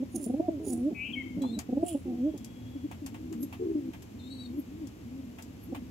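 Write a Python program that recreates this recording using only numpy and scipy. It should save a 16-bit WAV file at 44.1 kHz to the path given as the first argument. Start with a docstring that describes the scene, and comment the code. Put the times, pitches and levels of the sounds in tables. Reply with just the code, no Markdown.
"""A wooden nest box in a loft, where pigeons court over a low rumble.
One coos close by: a crop tone with harmonics, chopped into rattles and swollen by throbs.
Others coo more softly. Young birds squeal, whistle and peep on gliding sines.
Feathers swish and rustle as resonant noise; scuffs are softer bands of it.
Claws tick on the clay nest bowl: noise bursts, each a bright click and a dull knock."""
import sys
import numpy as np
from scipy import signal
from scipy.fft import rfft, irfft, next_fast_len
from scipy.io import wavfile

SR = 44100
rng = np.random.default_rng(int(sys.argv[2]) if len(sys.argv) > 2 else 0)


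def digitize_waveform(pressure):
    """Quantize a signal to 16-bit integers and store it at the path in sys.argv[1].

    Rows of a 2-D input are taken as channels; values are limited to [-1, 1].
    """
    field = np.atleast_2d(pressure).T
    bounded = np.clip(field, -1, 1)
    quanta = np.round(bounded * 32767).astype(np.int16)
    wavfile.write(sys.argv[1], SR, quanta)


N = 260190
TIME = np.arange(N) / SR

ROLL_REST_HZ = 234.6  # also the pitch of any coo between its notes
PARTNER_SHARE = 0.83  # strength of the beating tone at full rattle
ATTACK_S, RELEASE_S = 0.0074, 0.018


def from_db(db):
    """Decibels to gain."""
    return 10 ** (np.asarray(db) / 20)


def rms_one(x):
    """Scale to unit power."""
    return x / np.sqrt(np.mean(x ** 2) + 1e-20)


def at_hz(points, hz):
    """Read a spectrum on a log-frequency axis."""
    point_hz, value = np.transpose(points)
    return np.interp(np.log(np.maximum(hz, 1)), np.log(point_hz), value)


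def drift(rate_hz):
    """Smooth random wander of rms 1: noise through two equal poles, at a twentieth of the rate."""
    r = np.exp(-40 * np.pi * rate_hz / SR)
    white = rng.standard_normal(N // 20 + 2002)
    slow = signal.lfilter([1], [1, -2 * r, r * r], white)[2000:]  # drop the run-in
    return np.interp(np.arange(N) / 20, np.arange(len(slow)), rms_one(slow))


def resonate(x, hz, width_hz):
    """A two-pole resonance with gain 1 on top."""
    r = np.exp(-np.pi * width_hz / SR)
    zeros = np.array([1, 0, -1]) * (1 - r * r) / 2
    return signal.lfilter(zeros, [1, -2 * r * np.cos(2 * np.pi * hz / SR), r * r], x)


def resonate_twice(x, hz, stage_width_hz):
    """Two equal resonances in series, for steeper skirts."""
    return resonate(resonate(x, hz, stage_width_hz), hz, stage_width_hz)


def butter(x, order, hz, kind="low"):
    """Butterworth low or high pass."""
    return signal.sosfilt(signal.butter(order, hz, kind, fs=SR, output="sos"), x)


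def noise(spectrum, lead_ms):
    """Coloured stereo noise of rms 1, most alike in the bass, tilted between ears and early on the left."""
    # Each row: frequency in Hz, left-right likeness 0-1.
    likeness = [(70, 1), (300, 0.87), (1200, 0.28)]
    # The box's open side, on the left. Each row: frequency in Hz, left minus right in dB.
    open_side = [(700, -0.5), (2400, 3.5), (8000, 8), (15000, -4.5)]
    size = next_fast_len(N)
    hz = np.arange(size // 2 + 1) * SR / size
    mid, side = rfft(rng.standard_normal((2, size)))
    alike = np.clip(at_hz(likeness, hz), -1, 1)
    ears = np.array([[1], [-1]])
    pair = np.sqrt(1 + alike) * mid + np.sqrt(1 - alike) * side * ears
    pair = pair * np.exp(1j * np.pi * hz * ears * lead_ms / 1000)
    colour = from_db(at_hz(spectrum, hz) + ears * at_hz(open_side, hz) / 2)
    return rms_one(irfft(pair * colour, size)[:, :N])


def place(x, pan_db, lead_ms):
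    """The left ear hears the source louder by pan_db and earlier by lead_ms."""
    shift_s = lead_ms / 2000
    return np.array([from_db(side * pan_db / 2) * np.interp(TIME + side * shift_s, TIME, x)
                     for side in (1, -1)])


def echoes(x, t60_s, wet_db):
    """Add dense reflections that die away, different at each ear."""
    t = TIME[:SR]
    tail = rng.standard_normal((2, SR)) * from_db(-60 * t / t60_s) * (t > .004)
    tail /= np.sqrt(np.sum(tail ** 2, axis=1, keepdims=True))
    return x + from_db(wet_db) * signal.fftconvolve(x, tail, axes=1)[:, :N]


def turn(hz):
    """Running phase of a changing frequency."""
    return 2 * np.pi * np.cumsum(hz) / SR


def along(curve):
    """Follow a curve's columns in time; the first result opens and closes the sound."""
    s, *columns = np.transpose(curve)
    gate = np.clip(np.minimum(TIME - s[0], s[-1] - TIME) / (ATTACK_S / 2), 0, 1)
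    return [gate] + [np.interp(TIME, s, column) for column in columns]


def note(start, end, pitch, level_db, rattle):
    """Open and close a note; returns its gain, pitch and rattle."""
    gate = np.clip(np.minimum((TIME - start) / ATTACK_S, (end - TIME) / RELEASE_S) + .5, 0, 1)
    return gate * from_db(level_db), pitch, rattle


def phrase(notes):
    """Join notes into one voice's gain, pitch and rattle; where they overlap the louder leads."""
    gain = sum(g for g, _, _ in notes)
    weight = gain + 1e-9
    pitch = (sum(g * hz for g, hz, _ in notes) + (weight - gain) * ROLL_REST_HZ) / weight
    return gain, pitch, sum(g * rattle for g, _, rattle in notes) / weight


def glides(rows):
    """Short even notes that slide from one pitch to another."""
    notes = []
    for start, length, first_hz, last_hz, db, rattle in rows:
        end = start + length
        pitch = np.interp(TIME, [start, end], [first_hz, last_hz])
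        notes.append(note(start, end, pitch, db, rattle))
    return notes


def swells(rows, width_s, rest_hz, swell_db, rattle, sharp_hz, climb_hz_per_s):
    """A bell of effort lifts pitch and level together and clears the rattle."""
    settle_s = 0.033
    notes = []
    for start, crest, end, hz, db in rows:
        slack = 1 - np.exp(-((TIME - crest) / width_s) ** 2)
        settling = sharp_hz * np.exp(-np.abs(TIME - start) / settle_s)
        climbing = climb_hz_per_s * (TIME - crest) * (1 - slack)
        pitch = hz + (rest_hz - hz) * slack + settling + climbing
        notes.append(note(start, end, pitch, db - swell_db * slack, rattle * slack ** 4))
    return notes


def arches(rows):
    """Pitch and level climb from rest to a crest and sink back."""
    rest_hz, swell_db, roundness = 213.6, 5.5, 1.6
    notes = []
    for start, crest, end, hz, db, rattle in rows:
        slack = np.interp(TIME, [start, crest, end], [1, 0, 1]) ** roundness
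        notes.append(note(start, end, hz + (rest_hz - hz) * slack, db - swell_db * slack, rattle))
    return notes


def throb(pitch, throbs, half_s):
    """Brief throat openings swell the voice and pull its pitch; returns the new pitch and the swell."""
    swell = np.zeros(N)
    for s, hz, db in throbs:
        bump = np.exp(-np.minimum(np.abs((TIME - s) / half_s), 10) ** 3.114)
        pitch = pitch + (hz - pitch) * bump ** 0.341  # the pull outlasts the swell
        swell += from_db(db) * bump
    return pitch, swell


def flutter(depth, rate_hz, unevenness):
    """A slow second vibration chops the tone: quick opening, slower closing."""
    phase = turn(rate_hz * (1 + unevenness * drift(24.4)))
    grip = 1 + .3 * drift(25)
    return 1 + np.clip(depth * grip, 0, 1) * (1.3 * np.sin(phase) + 0.37 * np.sin(2 * phase) - .2)


def beating_partner(phase, offset_hz):
    """In a rattle the other side of the syrinx sounds higher and beats against the first."""
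    return np.sin(phase + turn(offset_hz * (1 + .15 * drift(20))))


def loft(air_db):
    """Steady outdoor rumble and hiss, plus low box resonances driven by noise."""
    # Each row: frequency in Hz, relative level in dB.
    air_spectrum = [(20, -33), (79, 3.5), (160, -8.5), (253, 3.5), (433, -14.5), (1380, -27.5), (2630, -26),
                    (4000, -33), (7500, -34.5), (9550, -44.5), (11800, -33.5), (15500, -44)]
    # Each row: resonance in Hz, half the width of each of two stages in Hz, level in dB.
    box_modes = [(82, 7.9, -61.5), (110.3, 8.9, -54.5), (179, 18, -57), (258, 150, -59.5)]
    boom = np.zeros(N)
    for hz, half_width_hz, db in box_modes:
        boom += from_db(db) * rms_one(resonate_twice(rng.standard_normal(N), hz, 2 * half_width_hz))
    return from_db(air_db) * noise(air_spectrum, lead_ms=0.302) + place(boom, pan_db=-1.0, lead_ms=0.86)


def near_pigeon():
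    """A nearly pure inflated-crop tone; throbs strengthen its overtones, rattle adds a third harmonic."""
    # Each row: start in s, length in s, first pitch in Hz, last pitch in Hz, gain in dB, rattle 0-1.
    grunts = [(0, 0.036, 238.5, 268.5, -27.5, 0.13), (.142, 0.039, 248.4, 205, -29, 1),
              (.197, 0.06, 306, 258, -33, 0.29), (.595, 0.059, 317.3, 314, -34.5, 0.66),
              (.905, 0.028, 295.2, 196, -30.5, 0.82), (1.367, 0.032, 192.2, 207.7, -29, 0.95),
              (1.408, 0.0652, 280, 245.7, -25, 0.11), (1.485, 0.072, 229.6, 237.5, -30.5, 0.26),
              (1.562, 0.029, 199, 216.7, -31, 0.83), (2.336, 0.0284, 302, 268, -33, 0.9)]
    # Throbbing rolls. Each row: start, crest and end in s, crest pitch in Hz, crest gain in dB.
    roll_rows = [(.26, .456, .59, 364, -23), (1.69, 1.862, 1.98, 356.7, -23)]
    # Closing moans. Each row: start, crest and end in s, crest pitch in Hz, crest gain in dB.
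    moan_rows = [(.664, .876, .895, 304.8, -20), (2.052, 2.268, 2.302, 304.7, -20)]
    # The voice surges and catches. Each row: time in s, change of level in dB.
    surges = [(.673, 3), (.735, 4.5), (0.764, -3.5), (0.844, -1.5), (2.167, -10)]
    # Throat openings. Each row: time in s, pitch in Hz, gain in dB. The last, at 5.73 s, is a throb from a bird
    # further off, given this voice's stronger overtones.
    throbs = [(0.03, 276, -33), (0.268, 219, -28), (0.302, 243.7, -26), (0.343, 262, -24),
              (.402, 317, -19.5), (.488, 320.4, -19), (1.694, 244.2, -30), (1.73, 247.5, -23),
              (1.775, 276.8, -22.5), (1.833, 329.5, -18.5), (1.952, 281.2, -24.5), (5.728, 257, -28.5)]
    # How the box carries the fundamental. Each row: frequency in Hz, gain in dB.
    box_colour = [(220, -1.5), (305, -2.5), (330, -7.5), (360, -28)]
    # How the box carries the overtones. Each row: frequency in Hz, gain in dB.
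    overtone_colour = [(440, -3), (740, -0.5)]
    surge_half_s = 0.012

    rolls = swells(roll_rows, width_s=0.11, rest_hz=ROLL_REST_HZ, swell_db=14, rattle=1,
                   sharp_hz=0, climb_hz_per_s=0)
    # a moan starts sharp, settles into a low rattle, then rises and clears towards its crest
    moans = swells(moan_rows, width_s=0.0528, rest_hz=240.1, swell_db=9.5, rattle=0.71,
                   sharp_hz=41.34, climb_hz_per_s=843)
    gain, pitch, rattle = phrase(glides(grunts) + rolls + moans)
    gain = gain * from_db(sum(db * np.exp(-((TIME - s) / surge_half_s) ** 2) for s, db in surges))
    carried = from_db(at_hz(box_colour, pitch))
    pitch, swell = throb(pitch, throbs, half_s=0.00609)

    chop = flutter(0.35 * rattle, rate_hz=80, unevenness=0.15)
    waver = (.004 + .032 * rattle) * drift(45)
    # each beat of the rattle also pushes the pitch up
    phase = turn(pitch * (1 + waver + 0.1126 * (chop - 1)))
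    effort = gain * chop * from_db(3 * rattle * drift(30))

    first = effort * carried + swell
    second = from_db(-15.5) * effort * (1 - 0.18 * rattle) + from_db(-6.5) * swell
    third = from_db(-16.5) * effort * rattle + from_db(-15) * swell
    second = second * from_db(at_hz(overtone_colour, 2 * pitch))
    third = third * from_db(at_hz(overtone_colour, 3 * pitch))
    overtones = second * np.cos(2 * phase) + third * np.sin(3 * phase)
    partner = PARTNER_SHARE * rattle * gain * carried * beating_partner(phase, offset_hz=89.8)
    low = first * np.sin(phase) + partner

    # the walls send the low tone and the overtones to the ears by different paths
    voice = place(low, pan_db=-0.9, lead_ms=-0.054) + place(overtones, pan_db=-1.5, lead_ms=-0.24)
    # the closed beak and the crop hold back everything above the low overtones
    voice = butter(voice, 9, 790)
    voice = butter(voice, 2, 70, "high")
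    return echoes(voice, t60_s=.18, wet_db=-13)


def feathers():
    """Stiff feathers slide in tiny slips that excite high resonances, one differing from swish to swish."""
    # Shared by all swishes. Each row: resonance in Hz, width in Hz, relative gain in dB.
    modes = [(9470, 270, 9.5), (9770, 157, 17), (9100, 20000, -7.5)]
    # Each row: peak time in s, peak gain in dB, fall in dB per s, own resonance in Hz.
    swishes = [(0.156, -47.5, 398, 6600), (0.242, -42, 525, 7300), (0.684, -41.5, 329, 6830),
               (0.729, -46, 400, 7800), (1.884, -43, 258, 7650)]
    rise_db_per_s, own_width_hz, own_db = 534.5, 170, -7.5
    slips = rng.standard_normal(N) * from_db(4 * drift(110))
    hiss = np.zeros(N)
    for k, (hz, width_hz, db) in enumerate(modes):
        hiss += (-1) ** k * from_db(db) * resonate(slips, hz, width_hz)
    hiss = rms_one(hiss)
    out = np.zeros(N)
    for s, db, fall_db_per_s, hz in swishes:
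        below_db = np.maximum(rise_db_per_s * (s - TIME), fall_db_per_s * (TIME - s))
        gain = from_db(db - np.minimum(below_db, 100))
        out += gain * (hiss + from_db(own_db) * rms_one(resonate(slips, hz, own_width_hz)))
    out = butter(out, 2, 4500, "high")
    return echoes(place(out, pan_db=-10.0, lead_ms=0), t60_s=0.37, wet_db=-12)


def squeaks():
    """A young bird's buzzing squeal, its lines fraying and spreading upwards, then thin whistles."""
    # Each row: time in s, pitch in Hz, gain in dB, roughness 0-1.
    squeal = [(.945, 2557, -53, 0.03), (1, 2498, -40, 0.28), (1.058, 2633, -41, 0.68),
              (1.118, 2720, -52, 0.8)]
    # Lines a buzz apart, from two steps below the pitch. Each row: dB when clear, dB when rough.
    lines = [(-10, -34), (0, -2), (1.5, 2), (-18, 4), (-31, -1)]
    # A steep drop, a wobbling note, a far held tone. Each row of a curve: time in s, pitch in Hz, gain in dB.
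    whistles = [
        [(1.124, 3600, -57), (1.139, 3137, -33.5), (1.156, 3026, -40)],
        [(1.154, 2210, -45), (1.184, 2190, -31.5), (1.193, 2194, -48), (1.204, 2187, -34.5), (1.228, 2005, -49)],
        [(2.17, 3282, -73), (2.74, 3327, -64), (2.86, 3330, -69)],
    ]
    gate, pitch, db, rough = along(squeal)
    phase = turn(pitch)
    buzz = turn(231 * (1 + .03 * drift(30)))  # line spacing in Hz
    out = np.zeros(N)
    for k, (clear_db, rough_db) in enumerate(lines):
        fray = turn(.024 * pitch * rough * drift(70))
        line_db = db + clear_db + (rough_db - clear_db) * rough
        out += gate * from_db(line_db) * np.sin(phase + (k - 2) * buzz + fray)
    for curve in whistles:
        gate, pitch, db = along(curve)
        out += gate * from_db(db) * np.sin(turn(pitch * (1 + .008 * drift(120))))
    return echoes(place(out, pan_db=8.5, lead_ms=0), t60_s=0.5, wet_db=-6)


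def far_pigeons():
    """Softer, duller coos from further off, some rattling, with a longer, fainter echo."""
    # Each row: start, crest and end in s, crest pitch in Hz, crest gain in dB, rattle 0-1.
    coos = [(1.08, 1.2, 1.53, 263.6, -37.5, 0.43), (2.4, 2.65, 2.98, 255.1, -44, 0),
            (3.09, 3.22, 3.47, 254, -41.5, 0.82), (3.35, 3.46, 3.5, 259.2, -39.5, 0.44),
            (4.14, 4.32, 4.57, 264.7, -40.5, 0.05), (4.5, 4.57, 4.6, 323.2, -42, 0.75),
            (4.66, 4.79, 4.89, 327.6, -40, 0.08), (5.05, 5.19, 5.33, 271, -40.5, 0),
            (5.67, 5.705, 5.83, 342, -37, 0.12)]
    # Falling notes. Each row: start in s, length in s, first and last pitch in Hz, gain in dB, rattle 0-1.
    sighs = [(3.018, 0.051, 311.6, 251.1, -34, 0), (3.595, 0.16, 356.9, 313.2, -30.5, 0.63),
             (3.753, 0.044, 303.8, 286.4, -29, 0.27), (3.8, 0.1067, 279, 246.4, -38.5, 0.94),
             (4.815, 0.043, 320, 270, -37, 0.02)]
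    # Throat openings. Each row: time in s, pitch in Hz, gain in dB.
    throbs = [(2.764, 281, -32.5), (2.851, 295.5, -28), (3.321, 334.6, -38.5), (3.438, 285.3, -35),
              (3.633, 372, -38), (4.59, 291.7, -27.5)]
    gain, pitch, rattle = phrase(arches(coos) + glides(sighs))
    pitch, swell = throb(pitch, throbs, half_s=0.012)
    phase = turn(pitch * (1 + .016 * drift(40)))
    wavering = gain * from_db(2.4 * drift(20))
    level = wavering * flutter(0.42 * rattle, rate_hz=62, unevenness=0.286) + swell
    voice = level * (np.sin(phase) + from_db(-21) * np.sin(2 * phase))
    voice = voice + PARTNER_SHARE * rattle * wavering * beating_partner(phase, offset_hz=66.5)
    voice = butter(voice, 6, 560)
    return echoes(place(voice, pan_db=1.5, lead_ms=0.4), t60_s=0.38, wet_db=-25.0)


def peep_whistle(hz):
    """One side of the syrinx: an uneven whistle with a faint octave."""
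    level = from_db(3 * drift(35))
    phase = turn(hz * (1 + .004 * drift(60)))
    return level * (np.sin(phase) + from_db(-15) * np.sin(2 * phase))


def peeps():
    """The two sides of the syrinx whistle together, each on its own gliding pitch."""
    # One curve a peep. Each row: time in s, lower voice in Hz, upper voice in Hz, gain in dB.
    curves = [
        [(1.415, 3305, 3970, -54), (1.52, 3648, 4210, -58.5), (1.543, 3960, 4140, -51.5),
         (1.568, 3800, 3800, -61)],
        [(4.19, 3770, 4153, -64), (4.23, 3543, 4027, -61), (4.342, 4038, 4416, -55), (4.385, 3897, 4390, -57.5),
         (4.41, 3947, 4520, -51), (4.468, 3690, 4270, -56)],
    ]
    out = np.zeros(N)
    for curve in curves:
        gate, lower_hz, upper_hz, db = along(curve)
        out += gate * from_db(db) * (peep_whistle(lower_hz) + from_db(-2) * peep_whistle(upper_hz))
    return echoes(place(out, pan_db=8, lead_ms=0), t60_s=.2, wet_db=-5)


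def claws(click_t60_s, knock_t60_s):
    """Each step is a short grainy slide into a bright click and a duller knock."""
    # Each row: landing in s, tap gain in dB, knock relative to the tap in dB; both before layer trims.
    taps = [(1.422, -48.5, -23), (1.591, -36, -25), (2.378, -48, -43), (2.447, -45.5, -43),
            (2.915, -54, -10.5), (3.064, -40, -26.5), (3.145, -62.5, -3.5), (3.328, -49.5, -21),
            (3.431, -48.5, -43), (3.528, -59, -3), (3.936, -60.5, -6), (4.024, -50, -28), (4.873, -52, -39),
            (5.387, -60, -4.5), (5.425, -47.5, -40), (5.749, -57, -4)]
    # Each row: frequency in Hz, relative level in dB.
    click_spectrum = [(1500, -7), (4000, -0.5), (7200, 7.5), (9500, -3.5), (11800, 4), (15000, -11)]
    # Each row: frequency in Hz, relative level in dB.
    knock_spectrum = [(250, -51), (700, 2.5), (1500, -9), (2700, -5.5), (4500, -23)]
    slide_s = .002
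    click, knock = np.zeros((2, N))
    for s, db, knock_db in taps:
        near = np.abs(TIME - s) < .5
        t = TIME[near] - s
        contact = np.exp(-(np.minimum(t, 0) / slide_s) ** 2)
        fall_db = 60 * np.maximum(t, 0)
        click[near] += contact * from_db(db - fall_db / click_t60_s)
        knock[near] += contact * from_db(db + knock_db - fall_db / knock_t60_s)
    bright = from_db(0.5 + 2 * drift(390)) * click * noise(click_spectrum, lead_ms=0)
    dull = from_db(19) * knock * noise(knock_spectrum, lead_ms=0.25)
    return echoes(bright + dull, t60_s=0.094, wet_db=-4)


def scuffs():
    """Soft, grainy scratches: brief bands of noise with a jittering level."""
    # Each row: time in s, half length in s, centre in Hz, gain in dB.
    scratches = [(1.449, 0.011, 835, -44), (1.905, 0.041, 2958, -55.5)]
    out = np.zeros(N)
    for s, half_s, hz, db in scratches:
        band = rms_one(resonate_twice(rng.standard_normal(N), hz, 0.3 * hz))
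        out += from_db(db) / (1 + ((TIME - s) / half_s) ** 4) * band
    out = out * from_db(4 * drift(130))
    return echoes(place(out, pan_db=7.0, lead_ms=0.35), t60_s=0.21, wet_db=-12)


def rustles():
    """Faint glassy hisses as the birds shift their feathers: a narrow, very high noise band."""
    # Each row: time in s, peak level in dB.
    shifts = [(3.432, -44), (4.601, -53), (5.64, -54)]
    swell = sum(from_db(db) / (1 + ((TIME - s) / 0.011) ** 2) for s, db in shifts)
    return swell * rms_one(resonate(rng.standard_normal((2, N)), 11640, 190))


def scene():
    """All the birds and their surroundings."""
    coos = near_pigeon() + far_pigeons()
    young = squeaks() + peeps()
    plumage = feathers() + rustles()
    steps = claws(click_t60_s=0.03, knock_t60_s=0.1) + scuffs()
    return loft(air_db=-47.0) + coos + young + plumage + steps


def record(dry):
    """The top is cut steeply."""
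    cutoff_hz = 15700
    return signal.sosfilt(signal.ellip(10, .2, 80, cutoff_hz, fs=SR, output="sos"), dry)


dry = scene()
out = record(dry)
digitize_waveform(out)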